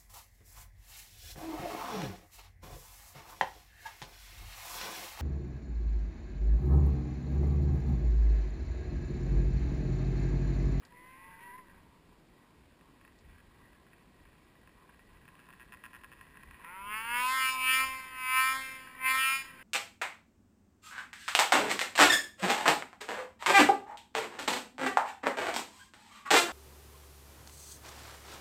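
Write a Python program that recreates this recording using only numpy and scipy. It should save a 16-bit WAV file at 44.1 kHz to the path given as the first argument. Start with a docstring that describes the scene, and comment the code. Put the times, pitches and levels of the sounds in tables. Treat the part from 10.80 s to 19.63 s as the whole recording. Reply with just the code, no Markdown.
"""A two-cylinder two-stroke snowmobile far down a snowy slope, heard by an action camera shut in its case.
First a short blip of even firings, over a ragged idle, a low rumble of air and hiss that last throughout.
Then it sputters: bursts of cracks ring in pipe and case, with faint even puffs joining in later.
Last it climbs to full speed in throttle surges. Trees echo the engine (not the idle), and the case taps twice.
The case favours about 1-3 kHz; the recorder holds coarse samples, which mirrors the sound in the treble."""
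import sys
import numpy as np
from scipy import signal
from scipy.fft import rfft, irfft, next_fast_len
from scipy.io import wavfile
from scipy.ndimage import uniform_filter1d

SR = 44100
rng = np.random.default_rng(int(sys.argv[2]) if len(sys.argv) > 2 else 0)


def log_audio(samples):
    """Write samples as a 16-bit WAV file to the path given in sys.argv[1]."""
    # one column per channel
    frames = np.atleast_2d(samples).T
    # limit to full scale, then quantise
    limited = np.clip(frames, -1, 1)
    pcm = np.round(limited * 32767).astype(np.int16)
    wavfile.write(sys.argv[1], SR, pcm)


N = 389403
T = np.arange(N) / SR  # time of every sample, s

# The short blip: time_s, firing_rate_hz, level_db (part around 1 kHz), brightness_db (above 1.4 kHz against it)
BLIP = [(0.1, 165, -99, 10), (0.126, 162.5, -58.5, -19), (0.16, 164.1, -62.5, 2),
        (0.454, 180.1, -57.5, -1.5), (0.58, 181.4, -61, -3.5), (0.634, 193.6, -58, 3),
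        (0.706, 195, -52.5, -4.5), (0.784, 207.3, -49, -10), (0.87, 186, -85, 5), (1.17, 182.8, -72.5, -6)]
# Where the note is split into parts: edge_hz
BAND_EDGES_HZ = [850, 1400, 2100, 3200]
# Tone colour of the blip, screened by trees, before its parts are levelled: pitch_hz, gain_db
SCREENED_COLOUR = [(150, -11), (400, -9), (780, -26.5), (900, -3.5), (1040, 4), (1350, -53), (1570, -5),
                   (1750, -16), (1930, 7.5), (2200, -4), (2900, -14.5), (4000, -30), (5950, -27)]
STUMBLE_S, STUMBLE_LENGTH_S = .772, 0.0063  # the blip briefly dips to silence just before it ends

# Speed of the climb, sagging when the throttle shuts: time_s, firing_rate_hz
CLIMB_SPEED = [(5.8, 158.9), (5.83, 159.4), (5.95, 189), (6.02, 198.2), (6.32, 239.6), (6.55, 263.6),
               (6.82, 257.2), (7.03, 263.5), (7.45, 256.2), (7.78, 265.1), (8.16, 257.5), (8.58, 269.5),
               (8.72, 260.3)]
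# Throttle surges of the climb: time_s, level_db (part around 1 kHz), brightness_db (above 1.4 kHz against it)
SURGES = [(5.8, -75, -7), (5.85, -54, -4), (6.04, -44.5, -6.5), (6.14, -41, 2), (6.24, -46, 1),
          (6.35, -37, 2), (6.46, -31, 0), (6.69, -38.5, 7.5), (6.74, -34, -8), (6.9, -39.5, 13.5),
          (7.04, -33.5, -1.5), (7.07, -40, -0.5), (7.3, -54, 1.5), (7.59, -30, 2.5), (7.77, -38, 0.5),
          (7.85, -53, 10.5), (7.88, -52.5, 8.5), (8.16, -62.5, -0.5), (8.26, -35, 5), (8.36, -34, 4),
          (8.44, -41, 10.5), (8.53, -38.5, 6), (8.62, -60, 13.5), (8.69, -65, 3), (8.81, -65, 7.5),
          (8.83, -70, 17)]
# What is added to the brightness in the middle, high and top parts of the climb: gain_db
BRIGHT_SHARES_DB = [-3, -3, -10]
# Tone colour of the exhaust through the case, before its parts are levelled: pitch_hz, gain_db
EXHAUST_COLOUR = [(150, -25), (270, -18.5), (520, -23), (700, -25.5), (880, -7.5), (1030, -2.5),
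                  (1180, -15), (1310, -3), (1500, -10.5), (1800, -8), (2150, -2.5), (2400, 1), (2900, -7),
                  (3900, -27.5), (5200, -20), (5950, -39)]
# Bounces off the snow that briefly cancel part of the climb: time_s, length_s, centre_hz, depth (0-1)
SNOW_DIPS = [(6.045, 0.074, 1810, 0.76), (6.455, 0.063, 1940, 0.9), (6.554, 0.067, 2600, 0.91),
             (6.789, 0.11, 1640, 0.93), (7.15, 0.095, 2812, 0.42), (7.78, .05, 2600, 1),
             (7.641, .05, 2953, .7), (7.949, 0.14, 2990, 0.4), (8.35, .04, 2700, 0.82),
             (8.736, 0.095, 2500, 0.95)]
DIP_WIDTH_HZ = 500  # distance from a dip's centre to its edge
FULL_HZ = 265  # firing rate at full speed
TOP_DB_PER_HZ, TOP_LAG_S = 0.17, 0.037  # the top part grows with speed and trails the throttle

BASS_FOLLOW = 0.32  # share of the throttle swell, in dB, that reaches the bass
TWIN_DB = -.6  # one cylinder against the other
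RASP_DB = -27  # gas noise against the firings
SHAFT_ORDER, SHAFT_DB = 2.5, -64  # faint tone at 2.5 times the firing rate: five times the crank speed
LATE_HZ, LATE_WIDTH_HZ = 1200, 900  # the pipe lets this part of each firing out late

# Clear sputter bursts: start_s, level_db (near the peak of the first firing), firings (count)
BURSTS = [(0.123, -52, 1), (0.782, -50, 2), (2.212, -54, 1), (2.249, -49.5, 1), (2.277, -53, 1),
          (2.931, -52, 1), (3.066, -54, 1), (3.132, -50.5, 1), (4.371, -52.5, 1), (4.454, -52, 1),
          (4.479, -47.5, 2), (4.553, -47.5, 1), (4.592, -47, 2), (4.688, -48, 3), (4.727, -46, 2),
          (4.797, -46, 5), (4.922, -41, 4), (5.038, -39, 4), (5.132, -42.5, 5), (5.214, -50, 1),
          (5.236, -40, 2), (5.317, -44, 3), (5.391, -49, 1), (5.411, -41, 1), (5.468, -50, 1),
          (5.571, -43, 1), (5.633, -44.5, 1), (5.71, -42.5, 1), (5.743, -48, 1), (5.807, -50, 3),
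          (5.846, -40, 1)]
BURST_HZ = 125.8  # firing rate within a burst
# How a pop rings in pipe and case: pitch_hz, width_hz, relative_level_db
POP_MODES = [(1051, 43, 7.5), (1370, 66, -1), (1646, 89, 4.5), (1874, 87, 4.5), (2583, 187, 0),
             (3520, 300, -21.5), (4960, 150, -20.5)]
STRAY_SPAN_S, STRAY_COUNT = (1.9, 5.8), 26  # lone weak pops at random moments
STRAY_DB, STRAY_SCATTER_DB = -57, 2  # their lowest level, and how far above it they lie on average
# Faint even puffs between the bursts: time_s, firing_rate_hz, level_db
PUMPING = [(4.6, 126.7, -65.5), (5.031, 127.5, -68.5), (5.51, 142.7, -66), (5.729, 144.7, -81),
           (5.85, 166.2, -64)]

# Idle: time_s, level_db, upper_db (upper rings, changed against the lowest one)
IDLE = [(0.0, -48, 2), (0.07, -64, 0.5), (0.7, -61.5, 8.5), (1.12, -66.5, -7), (2.2, -64.5, -2.5),
        (2.36, -76, 2), (2.5, -65.5, 2.5), (3.3, -68, 1), (4.3, -66.5, 3.5), (5.3, -64.5, 1),
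        (5.9, -58, 5.5)]
IDLE_HZ = 61.4  # average firing rate
# How the idle rings: pitch_hz, width_hz, relative_level_db
IDLE_MODES = [(1033, 255, 2), (1627, 180, 0.5), (1928, 150, 3), (2330, 730, -7)]

TREES_T60_S, TREES_DB = 0.7, -17  # time for the echo to fade by 60 dB, and its strength
# Taps of the case: time_s, level_db (of the tap before it rings)
TICKS = [(0.0498, -52), (2.3875, -59)]
# Colour of the microphone hiss, before it is set to its level: pitch_hz, gain_db
HISS_COLOUR = [(47, -51.5), (80, -11), (161, -4), (219, -5), (298, -6), (600, -15), (941, -17.5),
               (1350, -21), (2310, -21.5), (5900, -29), (7670, -67), (13000, -120)]
HISS_DB = -63.5
# Gusts of air on the case: time_s, swell_db
GUSTS = [(2.51, 11.5), (4.9, 5), (5.7, 7), (6.3, 5), (7.08, 11), (8.41, 7)]
AIR_DB, GUST_S = -67.5, 0.07  # level of the air rumble without gusts; time for a swell to fade to a third

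HOLD_HZ, FINE_HZ = 12000, 48000  # rates of the coarse and the fine samples
TOP_HZ = 15300  # nothing much is recorded above this


def pulling():
    """The engine pulling: each firing pushes gas through the exhaust, first in a short blip, later in the climb."""
    hz, db, bright = columns(BLIP)
    blip = under_load(hz, db, [bright], SCREENED_COLOUR, BAND_EDGES_HZ[:2], -62.5)
    blip *= span(np.transpose(BLIP)[0])
    stumble = 1 - bump(STUMBLE_S, STUMBLE_LENGTH_S)

    (hz,), (db, bright) = columns(CLIMB_SPEED), columns(SURGES)
    middle, high, top = (bright + share for share in BRIGHT_SHARES_DB)
    late_top_db = np.interp(T - TOP_LAG_S, T, db + top)
    trailing = late_top_db - db + TOP_DB_PER_HZ * (hz - FULL_HZ)
    climb = under_load(hz, db, [middle, high, trailing], EXHAUST_COLOUR, BAND_EDGES_HZ, -54.5)
    return stumble * blip + cancel(climb) * span(np.transpose(SURGES)[0])


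def under_load(hz, db, brightness_db, colour, edges_hz, bass_db):
    """Even firings with a rasp of gas; each part of the note follows the throttle, the bass least."""
    bangs = firings(hz, .004, .7, TWIN_DB)
    rasp = fade_out(bangs, 0.0011) * rng.standard_normal(N)
    rough = bangs + undb(RASP_DB) * rasp * rms(bangs) / rms(rasp)
    note = late_lows(shape(over_snow(rough, 0.13, 5), colour))

    size = next_fast_len(N)
    spectrum, f = rfft(note, size), np.fft.rfftfreq(size, 1 / SR)
    below = [1 / (1 + (f / edge) ** 12) for edge in edges_hz]  # lets through what lies below each edge
    swell_db = BASS_FOLLOW * (db - db.max()) + 20 * np.log10(hz / hz.max()) + 3.1 * walk(7)
    shaft = np.sin(2 * np.pi * SHAFT_ORDER * np.cumsum(hz) / SR)
    out = undb(SHAFT_DB + swell_db) * shaft * (hz / FULL_HZ) ** 6
    levels_db = [bass_db + swell_db, db, *(db + b for b in brightness_db)]
    for upper, lower, band_db in zip([*below, 1], [0, *below], levels_db):
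        band = irfft(spectrum * (upper - lower), size)[:N]
        loudness = np.sqrt(uniform_filter1d(band ** 2, 2048) + 1e-12)
        out = out + undb(band_db) * band / loudness  # even out the part, then give it its level
    return out


def firings(hz, jitter, scatter_db, twin_db):
    """One impulse per firing, a little uneven in time and strength; the two cylinders take turns."""
    turns = np.cumsum(hz) / SR
    count = np.arange(1, int(turns[-1]))
    chance = rng.standard_normal((len(count), 2))
    times = np.interp(count + jitter * chance[:, 0], turns, T)
    return clicks(times, undb(scatter_db * chance[:, 1] + twin_db * (count % 2)))


def over_snow(x, drift_ms, drift_rate):
    """Bounces off drifts arrive late by times that wander, so each overtone swells and sinks alone."""
    paths = [(.6, -7), (1.9, -8), (4.1, -10)]  # average delay_ms, level_db
    out = x
    for delay_ms, db in paths:
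        late_s = (delay_ms + drift_ms * walk(drift_rate)) / 1000
        out = out + undb(db) * np.interp(T - late_s, T, x)
    return out


def late_lows(x):
    """All-pass filter, run twice: it delays the lower part of each firing without changing its strength."""
    _, a = signal.iirpeak(LATE_HZ, LATE_HZ / LATE_WIDTH_HZ, fs=SR)
    once = signal.lfilter(a[::-1], a, x)
    return signal.lfilter(a[::-1], a, once)


def cancel(x):
    """Bounces off the snow cancel the sound: each dip takes a band out of it for a moment."""
    size = next_fast_len(N)
    spectrum, f = rfft(x, size), np.fft.rfftfreq(size, 1 / SR)
    out = x
    for s, length, hz, depth in SNOW_DIPS:
        band = irfft(spectrum * np.exp(-((f - hz) / DIP_WIDTH_HZ) ** 4), size)[:N]
        out = out - min(depth, 1) * bump(s, length) * band
    return out


def sputter():
    """Bursts of a few hard firings between misfires, each a crack plus a short puff of gas."""
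    pop = ring(clicks([0.], 0.93), POP_MODES)
    hits = []
    for s, db, count in BURSTS:
        hits += [(s + k / BURST_HZ, db - .4 * k) for k in range(round(count))]  # each one a bit weaker

    stray = rng.random((STRAY_COUNT, 2))
    stray_s = np.interp(stray[:, 0], [0, 1], STRAY_SPAN_S)
    stray_db = STRAY_DB - STRAY_SCATTER_DB * np.log(1 - stray[:, 1])  # mostly weak, a few stronger
    hits += zip(stray_s, stray_db)

    times, db = np.transpose(hits)
    cracks = clicks(times, undb(db + 1.0 * rng.standard_normal(len(db))))
    puff = fade_out(cracks, .006) * rng.standard_normal(N)
    return ring(cracks + undb(-31) * puff, POP_MODES) / np.abs(pop).max()


def pumping():
    """Between the bursts the cylinders still pump faint even puffs, which ring in pipe and case."""
    s, hz, db = np.transpose(PUMPING)
    tone = ring(firings(np.interp(T, s, hz), 0.012, 1.2, 0), POP_MODES)
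    return tone / rms(tone) * undb(np.interp(T, s, db)) * span(s)


def idle():
    """Weak, ragged firings blurred by distance and gas noise; each ring flickers on its own."""
    s, db, upper_db = np.transpose(IDLE)
    ragged = firings(np.full(N, IDLE_HZ), .2, 3, 0)
    puff = (0.066 + fade_out(ragged, 0.02)) * rng.standard_normal(N)  # a steady trace of noise plus the puffs
    gas = ragged + undb(-8.5) * puff
    rings = []
    for hz, width, mode_db in IDLE_MODES:
        once = ring(gas, [(hz, width, 0)])
        rings.append(ring(once, [(hz, width, mode_db)]))
    rings = [r * undb(2.5 * walk(14)) for r in rings]
    mutter = rings[0] + undb(np.interp(T, s, upper_db)) * sum(rings[1:])
    return mutter / rms(mutter) * undb(np.interp(T, s, db))


def trees(x):
    """Scattered echo of the forest edge: fading noise that smears the sound, starting 12 ms late."""
    t = T[:SR]
    tail = rng.standard_normal(SR) * undb(-60 * t / TREES_T60_S) * (t > .012)
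    return undb(TREES_DB) * signal.fftconvolve(x, tail / np.sqrt(np.sum(tail ** 2)))[:N]


def ticks():
    """Short bright taps of the plastic case: fading noise through one broad ring."""
    s, db = np.transpose(TICKS)
    burst = fade_out(clicks(s, undb(db)), 0.0087) * rng.standard_normal(N)
    return ring(burst, [(4780, 1500, 5.2)])


def hiss():
    """Microphone self-noise, mostly bass, and low gusts of air on the case."""
    noise = shape(rng.standard_normal(N), HISS_COLOUR)
    low_band = signal.butter(2, [28, 85], "band", fs=SR, output="sos")
    air = signal.sosfilt(low_band, rng.standard_normal(N))
    swell_db = sum(db * bump(s, GUST_S) for s, db in GUSTS)
    air *= undb(AIR_DB + swell_db + 2 * walk(8)) / rms(air)
    return noise / rms(noise) * undb(HISS_DB) + air


def undb(db):
    """Turn decibels into a plain multiplier."""
    return 10 ** (np.asarray(db) / 20)


def rms(x):
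    """Average strength of a sound."""
    return np.sqrt(np.mean(x ** 2))


def fade_out(x, seconds):
    """Each impulse starts a tail that fades to about a third in the given time."""
    return signal.lfilter([1], [1, -np.exp(-1 / (seconds * SR))], x)


def shape(x, points):
    """Filter with the gain of (Hz, dB) points that never reacts ahead of time, from the folded cepstrum."""
    size = 4096
    hz, db = np.transpose(points)
    grid_hz = np.arange(size // 2 + 1) * SR / size
    log_gain = np.log(undb(np.interp(np.log(grid_hz + 1), np.log(hz), db)))
    ceps = irfft(log_gain)
    ceps[1:size // 2] *= 2
    ceps[size // 2 + 1:] = 0
    return signal.fftconvolve(x, irfft(np.exp(rfft(ceps))))[:N]


def ring(x, modes):
    """Sum of two-pole resonances of alternating sign."""
    out = 0
    for k, (hz, width, db) in enumerate(modes):
        b, a = signal.iirpeak(hz, hz / width, fs=SR)
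        out = out + (-1) ** k * undb(db) * signal.lfilter(b, a, x)
    return out


def clicks(times, sizes):
    """Impulses at exact times, each shared between two samples."""
    at = np.clip(np.asarray(times) * SR, 0, N - 2)
    i, out = at.astype(int), np.zeros(N)
    np.add.at(out, i, sizes * (1 - at + i))
    np.add.at(out, i + 1, sizes * (at - i))
    return out


def walk(rate):
    """Random levels held for 1 / rate s and smoothed twice; spread near 1."""
    k = int(SR / rate)
    steps = np.repeat(rng.standard_normal(N // k + 1), k)
    return 1.3 * uniform_filter1d(uniform_filter1d(steps, k), k)[:N]


def columns(table):
    """Each column of a table over time."""
    s, *rest = np.transpose(table)
    return [np.interp(T, s, c) for c in rest]


def span(s):
    """One while a table lasts, with short fades."""
    return np.interp(T, [s[0] - .03, s[0], s[-1], s[-1] + .05], [0, 1, 1, 0])


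def bump(s, length):
    """Bell-shaped swell around a moment."""
    return np.exp(-((T - s) / length) ** 2)


def scene():
    """The engine with its echo, then idle, taps and background noise."""
    sled = pulling() + sputter() + pumping()
    return (sled + trees(sled) + idle() + ticks() + hiss())[None]


def record(dry):
    """Low-pass, take coarse samples, hold each one for four fine samples, cut the top."""
    narrow = signal.sosfilt(signal.butter(10, 0.46 * HOLD_HZ, fs=SR, output="sos"), dry)
    sampled = narrow * (1 + 2 * np.cos(2 * np.pi * HOLD_HZ * T))  # the signal and its first mirror pair
    size = next_fast_len(N)
    f = np.fft.rfftfreq(size, 1 / SR)
    hold_gain = np.sinc(f / HOLD_HZ) / np.sinc(f / FINE_HZ)
    held = irfft(rfft(sampled, size) * hold_gain, size)[:, :N]
    return signal.sosfilt(signal.ellip(10, .2, 80, TOP_HZ, fs=SR, output="sos"), held)


dry = scene()
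out = record(dry)
log_audio(out)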